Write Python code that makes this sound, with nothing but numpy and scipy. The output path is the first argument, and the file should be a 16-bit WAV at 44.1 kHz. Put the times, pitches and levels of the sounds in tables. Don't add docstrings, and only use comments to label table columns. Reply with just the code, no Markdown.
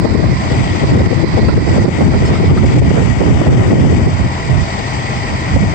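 import sys
import numpy as np
from scipy import signal
from scipy.io import wavfile
from scipy.ndimage import uniform_filter1d, minimum_filter1d

SR = 44100
rng = np.random.default_rng(int(sys.argv[2]) if len(sys.argv) > 2 else 0)


def master(y):
    cut = np.clip(np.atleast_2d(y).T, -1, 1)
    pcm = np.round(cut * 32767)
    wavfile.write(sys.argv[1], SR, pcm.astype(np.int16))


def to_linear_factor(level_db):
    exponent = np.asarray(level_db, float) / 20
    return 10 ** exponent


N = 253134

# time_s, rumble_db, flutter_db
WIND_LEFT = [(0.0, 1, -8.5), (0.3, -2.5, -8.5), (0.38, -14, -34.5), (0.52, -16.5, -15), (0.68, -14.5, -25),
             (0.82, -12, -20.5), (0.85, -9, -19.5), (0.92, -4.5, -11.5), (1.07, -5, -13), (1.24, -5, -12),
             (1.6, -5.5, -15.5), (1.68, -11, -30), (1.79, -10.5, -10.5), (1.92, -14, -25.5),
             (2.05, -9.5, -20.5), (2.49, -8, -20.5), (2.65, -6.5, -16.5), (2.95, -6.5, -28),
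             (3.2, -15.5, -27), (3.35, -10, -24), (3.47, -12, -17.5), (3.75, -8.5, -17.5),
             (3.95, -7, -19.5), (4.06, -7.5, -24), (4.15, -24, -36), (4.36, -22, -31.5), (4.5, -31, -27),
             (5.0, -28.5, -30), (5.73, -15.5, -29)]
WIND_RIGHT = [(0.0, -24.5, -17), (0.4, -13.5, -29), (0.6, -9, -24), (0.68, -17, -25.5), (1.02, -11, -16.5),
              (1.19, -23, -26.5), (1.27, -11, -23), (1.45, -13, -20.5), (1.87, -8, -11), (2.07, -2.5, -9),
              (2.3, -7.5, -17.5), (2.56, -1, -19.5), (2.72, -7, -16.5), (2.88, -2, -13), (2.99, 9.5, 14),
              (3.1, 9.5, -13), (3.16, -7, -15), (3.22, 5.5, -2.5), (3.32, 9, -4.5), (3.44, -2, -2),
              (3.5, 4, 1), (3.6, 9, 0.5), (3.67, 0, -4), (3.73, 0.5, -10.5), (3.85, 7.5, -8),
              (3.89, -5, -16), (3.93, 5.5, -14), (4.0, -0.5, -13), (4.21, -10, -31), (4.4, -22.5, -24),
              (4.56, -5.5, -28.5), (4.8, -57, -32.5), (5.34, -15.5, -34), (5.45, -29.5, -44),
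              (5.57, -7, -26), (5.73, -18.5, -25)]
# middle_s, ear (0 left, 1 right), level_db before the ear trim, base_pitch_hz, length_ms
BUFFETS = [(0.057, 0, 0, 460, 19), (0.154, 0, 1.5, 448, 10), (0.202, 0, -5, 416, 13),
           (0.239, 0, -1, 392, 16), (0.515, 0, -15.5, 173.5, 24), (0.611, 1, 1, 189, 16),
           (0.84, 0, -10, 432, 12), (0.893, 0, -15.5, 384, 14), (0.975, 0, -7.5, 442, 12),
           (1.008, 0, -7.5, 524, 12), (1.075, 0, 1.5, 188, 20), (1.113, 0, -4, 426, 14),
           (1.132, 0, -5, 514, 10), (1.205, 0, -6, 320, 14), (1.244, 0, 5, 360, 16),
           (1.378, 0, -4, 517, 14), (1.396, 0, 0.5, 454, 12), (1.453, 0, -6, 200, 11),
           (1.491, 0, 4, 540, 11), (1.503, 0, -2, 257, 12), (1.581, 0, 4, 303, 14),
           (1.674, 1, -10.5, 435, 18), (1.848, 0, -0.5, 397, 10), (1.889, 1, 9, 390, 13),
           (2.018, 1, 3.5, 441, 25), (2.095, 0, -2.5, 240, 13.8), (2.167, 1, -4.5, 316, 18),
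           (2.315, 0, -10, 370, 21), (2.406, 0, -4, 418, 13), (2.443, 0, -5, 368, 13),
           (2.515, 0, -7.5, 439, 15), (2.565, 1, -6.5, 356, 23), (2.781, 1, 7, 298, 18),
           (2.822, 1, 0, 418, 18), (2.853, 1, 3, 200, 22), (2.914, 1, 14, 376, 13), (2.943, 1, 10, 309, 27),
           (3.001, 0, -16, 488, 19), (2.99, 1, 8.5, 359, 14), (3.027, 1, 13.5, 412, 18),
           (3.081, 1, 7, 298, 14), (3.115, 1, 7, 159.5, 30), (3.305, 1, 12.5, 200, 22),
           (3.33, 1, 6, 448, 9.9), (3.418, 1, 11.5, 640, 7), (3.438, 1, 3, 598, 8.4),
           (3.484, 1, 8.5, 379, 25), (3.518, 1, 1, 480, 16), (3.548, 1, 11, 400, 12),
           (3.595, 1, 11, 218, 31), (3.728, 1, 7.5, 299, 28), (3.848, 1, 7.5, 283, 22),
           (3.905, 1, 6.5, 393, 12), (3.928, 1, 7, 355.5, 22), (3.722, 0, -7.5, 402, 23),
           (3.795, 1, 2.5, 351, 16), (3.826, 1, 2.5, 353, 11), (3.955, 0, -13, 356, 15),
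           (4.076, 1, -3, 350.5, 29), (4.25, 0, -7, 167, 30), (5.17, 1, -13.5, 180, 30.2),
           (5.538, 1, -11, 230, 16), (5.551, 1, -11, 153.6, 16), (5.568, 1, 3, 580, 10),
           (5.573, 1, 0, 200, 9), (5.6, 1, -3, 149, 20), (5.619, 1, -1.5, 140, 34),
           (5.636, 1, -8.5, 385, 16)]
# frequency_hz, relative_level_db
RUMBLE_COLOUR = [(45, -35), (62, -2), (100, 5), (150, -6), (230, -8), (400, -26.5)]
# frequency_hz, relative_level_db
FLUTTER_COLOUR = [(100, -7.5), (200, -5), (300, 1), (450, -8.5), (700, -15), (1100, -26), (1600, -25.5),
                  (2500, -42.5)]
# frequency_hz, left_relative_db, right_relative_db
STEAM_COLOUR = [(1000, -64, -66), (1757, -79, -66), (1815, -55.5, -57.5), (1880, -54, -58.5),
                (2020, -58, -55.5), (2240, -56, -61), (2576, -64, -71), (3160, -65, -79.5),
                (4090, -71.5, -66), (4750, -67.5, -63.5), (5440, -70, -70), (5940, -69.5, -79.5),
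                (7280, -73, -80.5), (7530, -66, -85.5), (8450, -78.5, -84.5), (9370, -99, -102),
                (11000, -88.5, -85.5), (13000, -88.5, -91.5), (16000, -84, -90.5)]
# time_s, relative_level_db, edge_db (gain of its 2.5-3.5 kHz band)
JET_SWELLS = [(0, 0.5, -4), (.4, 0.5, -0.5), (.7, .5, 2.5), (1, 0, 1), (1.35, 1, 3.5), (1.7, 1.5, -2),
              (2.1, 0.5, -0.5), (2.5, -1, 2.5), (2.9, 1, -0.5), (3.4, -0.5, 0.5), (3.9, 0.5, -2),
              (4.3, -2, -1.5), (4.7, 0.5, 0), (5.1, 0, -0.5), (5.45, .5, 0.5), (5.74, -0.5, -4.5)]
# frequency_hz, left_relative_db, right_relative_db
DIESEL_COLOUR = [(30, -60, -69.5), (55, -48.5, -52.5), (87.4, -41.5, -39), (129, -40, -47), (225, -48, -54),
                 (480, -60.5, -58), (610, -52, -64), (770, -51.5, -62), (1020, -53, -50),
                 (1580, -62.5, -71.5), (3210, -65.5, -71)]
FIRINGS_DB = [-4, -9.5, -2.5, -1, -3.5, -11.5, -8.5, -13.5]
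# multiple of the cycle rate, rms_level_db before drift and ear trim
ENGINE_ORDERS = [(8, -32), (16, -31), (24, -29), (116, -44), (124, -39), (150, -42)]
# frequency_hz, likeness (0 to 1)
EAR_LIKENESS = [(100, 0.73), (800, 0.8), (2500, 0.7), (4500, 0.84), (5800, 0.37), (7200, 0.81),
                (9000, 0.18), (11000, .9), (23000, .9)]
# frequency_hz, left_lead_radians
LEFT_LEAD = [(0, -0.5), (950, 2), (1290, 4), (2410, 6.5), (3450, 12.5), (5000, 19.5), (6290, 26),
             (6550, 29.5), (7060, 29.5), (8700, 33.5), (11000, 42)]
# start_s, level_db, pitch_factor, left_minus_right_db, top_db (modes above 1.8 kHz)
CLANKS = [(1.484, -14.5, 1.0, 1, 8), (2.135, -22.5, 1.02, 3, 0), (2.241, -24, .95, 3, -3),
          (2.349, -19.5, .92, 1, 0), (2.486, -26, .85, 2, 0), (2.572, -16, .93, 6, -3),
          (2.938, -21, .96, 0, 0), (5.482, -24, 1.02, -6, -8)]
# pitch_hz before the pitch factor, relative_level_db, t60_s
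CLANK_MODES = [(1336, 6, 0.049), (1444, 0.5, 0.072), (1637, 10, 0.014), (1870, -11.5, 0.034),
               (2620, -11, 0.047)]
# start_s, level_db, length_ms, start_pitch_hz, end_pitch_hz
SQUEAKS = [(2.248, -31, 50, 746, 680), (2.652, -31.5, 36, 700, 680)]
# frequency_hz, relative_level_db
SQUEAK_COLOUR = [(3000, -30), (4400, -9), (5200, 0), (6000, -15), (6700, -14), (7500, -8), (9000, -17),
                 (12500, -16), (14000, -20), (15000, -10), (16000, -16)]

BRIGHT_HZ, BRIGHT_FROM_DB, BRIGHT_DB_PER_DB = 650, -2, 0.3
RAGGED_MS = 30
SMALL_PER_S, SMALL_DB, SMALL_HZ, SMALL_MS = 12, 5.5, (221.7, 494.3), 18
CYCLE_HZ = 5.34
WHISTLE_HZ, WHISTLE_WIDTH_HZ, WHISTLE_DB = 1940, 45, -1
SENSE_HZ, SENSE_MS, KNEE_DB, SLOPE = 200, 28, -13.5, 0.58
ATTACK_MS, HOLD_MS, RELEASE_DB_PER_S = 12, 25, 110
DEEP_DB, DEEP_RELEASE_DB_PER_S = 11.5, 15
CEILING_DB, RECOVERY_DB_PER_S = -2, 300
LOW_EDGE_HZ, EDGE_HZ = 46, 9060
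TOP_HZ, TOP_DB, GAP_DB = (11700, 15900), -19.5, -66.5


def evened(x):
    return x / np.sqrt(np.mean(x ** 2) + 1e-20)


def filtered(x, order, hz, kind):
    return signal.sosfilt(signal.butter(order, hz, kind, fs=SR, output="sos"), x)


def band_of(x, order, hz):
    return signal.sosfiltfilt(signal.butter(order, hz, "band", fs=SR, output="sos"), x)


def read(points, hz):
    f, *values = np.transpose(points)
    return np.array([np.interp(np.log(hz + 1), np.log(f + 1), v, right=v[-1] - 40) for v in values])


def follow(rows):
    s, *columns = np.transpose(rows)
    return np.array([np.interp(np.arange(N) / SR, s, c) for c in columns])


def slow(hz):
    return evened(filtered(rng.standard_normal((2, N)), 2, hz, "low"))


def lead(hz):
    return np.interp(hz, *np.transpose(LEFT_LEAD))


def noise(spectrum, patchy_db, shared):
    frames, hz = N // 256 + 5, np.fft.rfftfreq(1024, 1 / SR)
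    a, b, c, d, patches = rng.standard_normal((frames, 513, 5)).T
    patches = uniform_filter1d(patches, size=10, axis=0)
    patches = evened(uniform_filter1d(patches, size=12, axis=1))
    same = shared * np.clip(read(EAR_LIKENESS, hz)[0], 0, 1)[:, None]
    late = np.exp(-1j * lead(hz))[:, None]
    left, own = a + 1j * b, c + 1j * d
    right = late * same * left + np.sqrt(1 - same ** 2) * own
    level_db = read(spectrum, hz)[..., None] + patchy_db * patches
    z = np.array([left, right]) * to_linear_factor(level_db)
    return signal.istft(z, nperseg=1024, noverlap=768)[1][:, :N]


def wind():
    rumble_db, flutter_db = np.stack([follow(WIND_LEFT), follow(WIND_RIGHT)], 1)
    both_ears = lambda points: [(f, db, db) for f, db in points]
    eddies = evened(slow(12.0) - slow(3.0))
    rumble = noise(both_ears(RUMBLE_COLOUR), patchy_db=2.0, shared=0)
    rumble = rumble * to_linear_factor(3.66 * eddies)
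    rumble = evened(filtered(rumble, 2, 60., "high"))
    flutter = noise(both_ears(FLUTTER_COLOUR), patchy_db=.5, shared=0)
    flutter = evened(flutter * to_linear_factor(2.6 * eddies + 2.2 * slow(35.)))
    top = filtered(flutter, 2, BRIGHT_HZ, "high")
    bright_db = BRIGHT_DB_PER_DB * np.maximum(flutter_db - BRIGHT_FROM_DB, 0)
    flutter = flutter + top * (to_linear_factor(bright_db) - 1)
    return rumble * to_linear_factor(rumble_db) + flutter * to_linear_factor(flutter_db)


def small_eddies():
    flutter_db = np.stack([follow(WIND_LEFT)[1], follow(WIND_RIGHT)[1]])
    ears, at = np.nonzero(rng.random((2, N - SR // 5)) < SMALL_PER_S / SR)
    at = at + SR // 10
    pitches = rng.uniform(*SMALL_HZ, len(at))
    return [(k / SR, ear, flutter_db[ear, k] + SMALL_DB, hz, SMALL_MS) for ear, k, hz in zip(ears, at, pitches)]


def buffets():
    rush = rng.standard_normal((2, N + SR))
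    eddies = BUFFETS + small_eddies()
    out, chance = np.zeros((2, N)), rng.random((len(eddies), 5))
    for (s, ear, db, hz, ms), (p, q, r, sweep, wobble) in zip(eddies, chance):
        ear, middle = round(ear), round(s * SR)
        u = np.linspace(-1.5, 1.5, round(3 * ms / 1000 * SR))
        bend = 1 + 0.33 * (sweep - .5) * u + 0.13 * np.sin(2 * np.pi * (wobble + 1.024 * u))
        pitch = hz * bend * (.6 + 0.448 * np.exp(-3. * u ** 2))
        turns = np.cumsum(pitch) / SR
        cycles = np.cos(2 * np.pi * (turns + p)) + 0.26 * np.cos(2 * np.pi * (1.55 * turns + q))
        push = 1.35 * np.cos(2 * np.pi * (0.4577 * turns + r))
        rough = min(ms / RAGGED_MS, 1) ** 2
        torn = filtered(rush[ear, middle:][:len(u)], 3, (.3 * hz, 1.5 * hz), "band")
        eddy = np.sqrt(1 - rough) * (cycles + push) + np.sqrt(rough) * 0.82 * evened(torn)
        out[ear, max(middle - len(u) // 2, 0):][:len(u)] += to_linear_factor(db) * eddy * np.exp(-2.8 * u ** 2)
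    return out * to_linear_factor(np.array([[1.5], [-2.5]]))


def steam(knock):
    sputter = to_linear_factor(0.56 * slow(24.0)[0] + 0.46 * slow(70.)[0])
    level_db, edge_db = follow(JET_SWELLS)
    jet = noise(STEAM_COLOUR, patchy_db=1.1, shared=1.0)
    edge = band_of(jet, 2, (2500, 3500))
    whistle = band_of(jet, 1, WHISTLE_HZ + WHISTLE_WIDTH_HZ * np.array([-.5, .5]))
    hiss = jet + to_linear_factor(WHISTLE_DB) * whistle + edge * (to_linear_factor(edge_db) - 1)
    return to_linear_factor(17.0 + level_db) * hiss * sputter * evened(14.0 + knock)


def diesel():
    t = np.arange(N) / SR
    firings = (t * CYCLE_HZ + 0.035 * slow(1.6)[0]) * len(FIRINGS_DB)
    strength = to_linear_factor(np.array(FIRINGS_DB)[firings.astype(int) % len(FIRINGS_DB)])
    knock = uniform_filter1d(strength * np.exp(-(firings % 1)), size=60)
    body = noise(DIESEL_COLOUR, patchy_db=0.0, shared=1.0) * evened(1.1 + knock)
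    hum = np.zeros((2, N))
    for order, db in ENGINE_ORDERS:
        hz = order * CYCLE_HZ
        late = np.array([[0], [lead(hz)]])
        level = to_linear_factor(db + 4.3 * slow(8.0)[0]) * np.sqrt(2)
        hum += level * np.sin(2 * np.pi * (hz * t + rng.random()) - late)
    return to_linear_factor(17.5) * body + hum * to_linear_factor(np.array([[1.5], [-1.5]])), knock


def clanks():
    out, t = np.zeros((2, N)), np.arange(SR // 10) / SR
    for s, db, pitch, pan_db, top_db in CLANKS:
        ring = np.zeros(len(t))
        for hz, level_db, t60 in CLANK_MODES:
            decay = to_linear_factor(level_db + top_db * (hz > 1800) - 60 * t / t60)
            ring += decay * np.sin(2 * np.pi * hz * pitch * t)
        crack = uniform_filter1d(rng.standard_normal(len(t)), size=7)
        ring += 1.9 * crack * np.exp(-t / 0.0067)
        ring *= 1 - np.exp(-t / 0.0061)
        out[:, round(s * SR):][:, :len(t)] += to_linear_factor(db + np.array([[.5], [-.5]]) * pan_db) * ring
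    return out


def squeak():
    out = np.zeros(N)
    for s, db, ms, start_hz, end_hz in SQUEAKS:
        u = np.linspace(0, 1, round(ms / 1000 * SR))
        turns = np.cumsum(start_hz + (end_hz - start_hz) * u ** 3) / SR
        turns += .018 * slow(90.)[0, :len(turns)]
        stack = np.zeros(len(u))
        for k in range(4, 22):
            level = to_linear_factor(read(SQUEAK_COLOUR, k * start_hz)[0] - .5 * k * u)
            stack += level * np.cos(2 * np.pi * (k * turns + rng.random()))
        out[round(s * SR):][:len(u)] = to_linear_factor(db) * stack * signal.windows.tukey(len(u), .5)
    return out


def released(db, db_per_s):
    rise = np.arange(N) * db_per_s / SR
    return np.maximum.accumulate(db + rise, axis=1) - rise


def gain_control(x):
    sensed = filtered(x, 2, SENSE_HZ, "high")
    keep, hold = np.exp(-1000 / SENSE_MS / SR), round(HOLD_MS / 1000 * SR)
    power_db = 10 * np.log10(signal.lfilter([1 - keep], [1, -keep], sensed ** 2) + 1e-9)
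    held_db = -minimum_filter1d(-power_db, hold, origin=(hold - 1) // 2, mode="nearest")
    over_db = SLOPE * np.maximum(held_db - KNEE_DB, 0)
    deep_db = released(np.maximum(over_db - DEEP_DB, 0), DEEP_RELEASE_DB_PER_S)
    shallow_db = released(np.where(deep_db > 1e-6, DEEP_DB, over_db), RELEASE_DB_PER_S)
    lag = np.exp(-1000 / ATTACK_MS / SR)
    return x / to_linear_factor(signal.lfilter([1 - lag], [1, -lag], deep_db + shallow_db))


def limiter(x):
    peak_db = released(20 * np.log10(abs(x) + 1e-9), RECOVERY_DB_PER_S)
    over_db = signal.lfilter([.1], [1, -.9], np.maximum(peak_db - CEILING_DB, 0))
    return x / to_linear_factor(over_db)


def band_limit(x):
    kaiser = ("kaiser", 8)
    band = signal.firwin(301, EDGE_HZ, window=kaiser, fs=SR)
    band += to_linear_factor(TOP_DB) * signal.firwin(301, TOP_HZ, pass_zero=False, window=kaiser, fs=SR)
    band += to_linear_factor(GAP_DB) * signal.firwin(301, TOP_HZ[0], window=kaiser, fs=SR)
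    return signal.oaconvolve(x, band[None], "same")


def scene():
    engine, knock = diesel()
    return wind() + buffets() + steam(knock) + engine + clanks() + squeak()


def top_cut(x):
    return signal.sosfilt(signal.butter(12, 15900, fs=SR, output="sos"), x)


def record(dry):
    controlled = gain_control(filtered(dry, 6, LOW_EDGE_HZ, "high"))
    limited = band_limit(limiter(controlled))
    return top_cut(np.clip(limited, -1, 1))


dry = scene()
out = record(dry)
master(out)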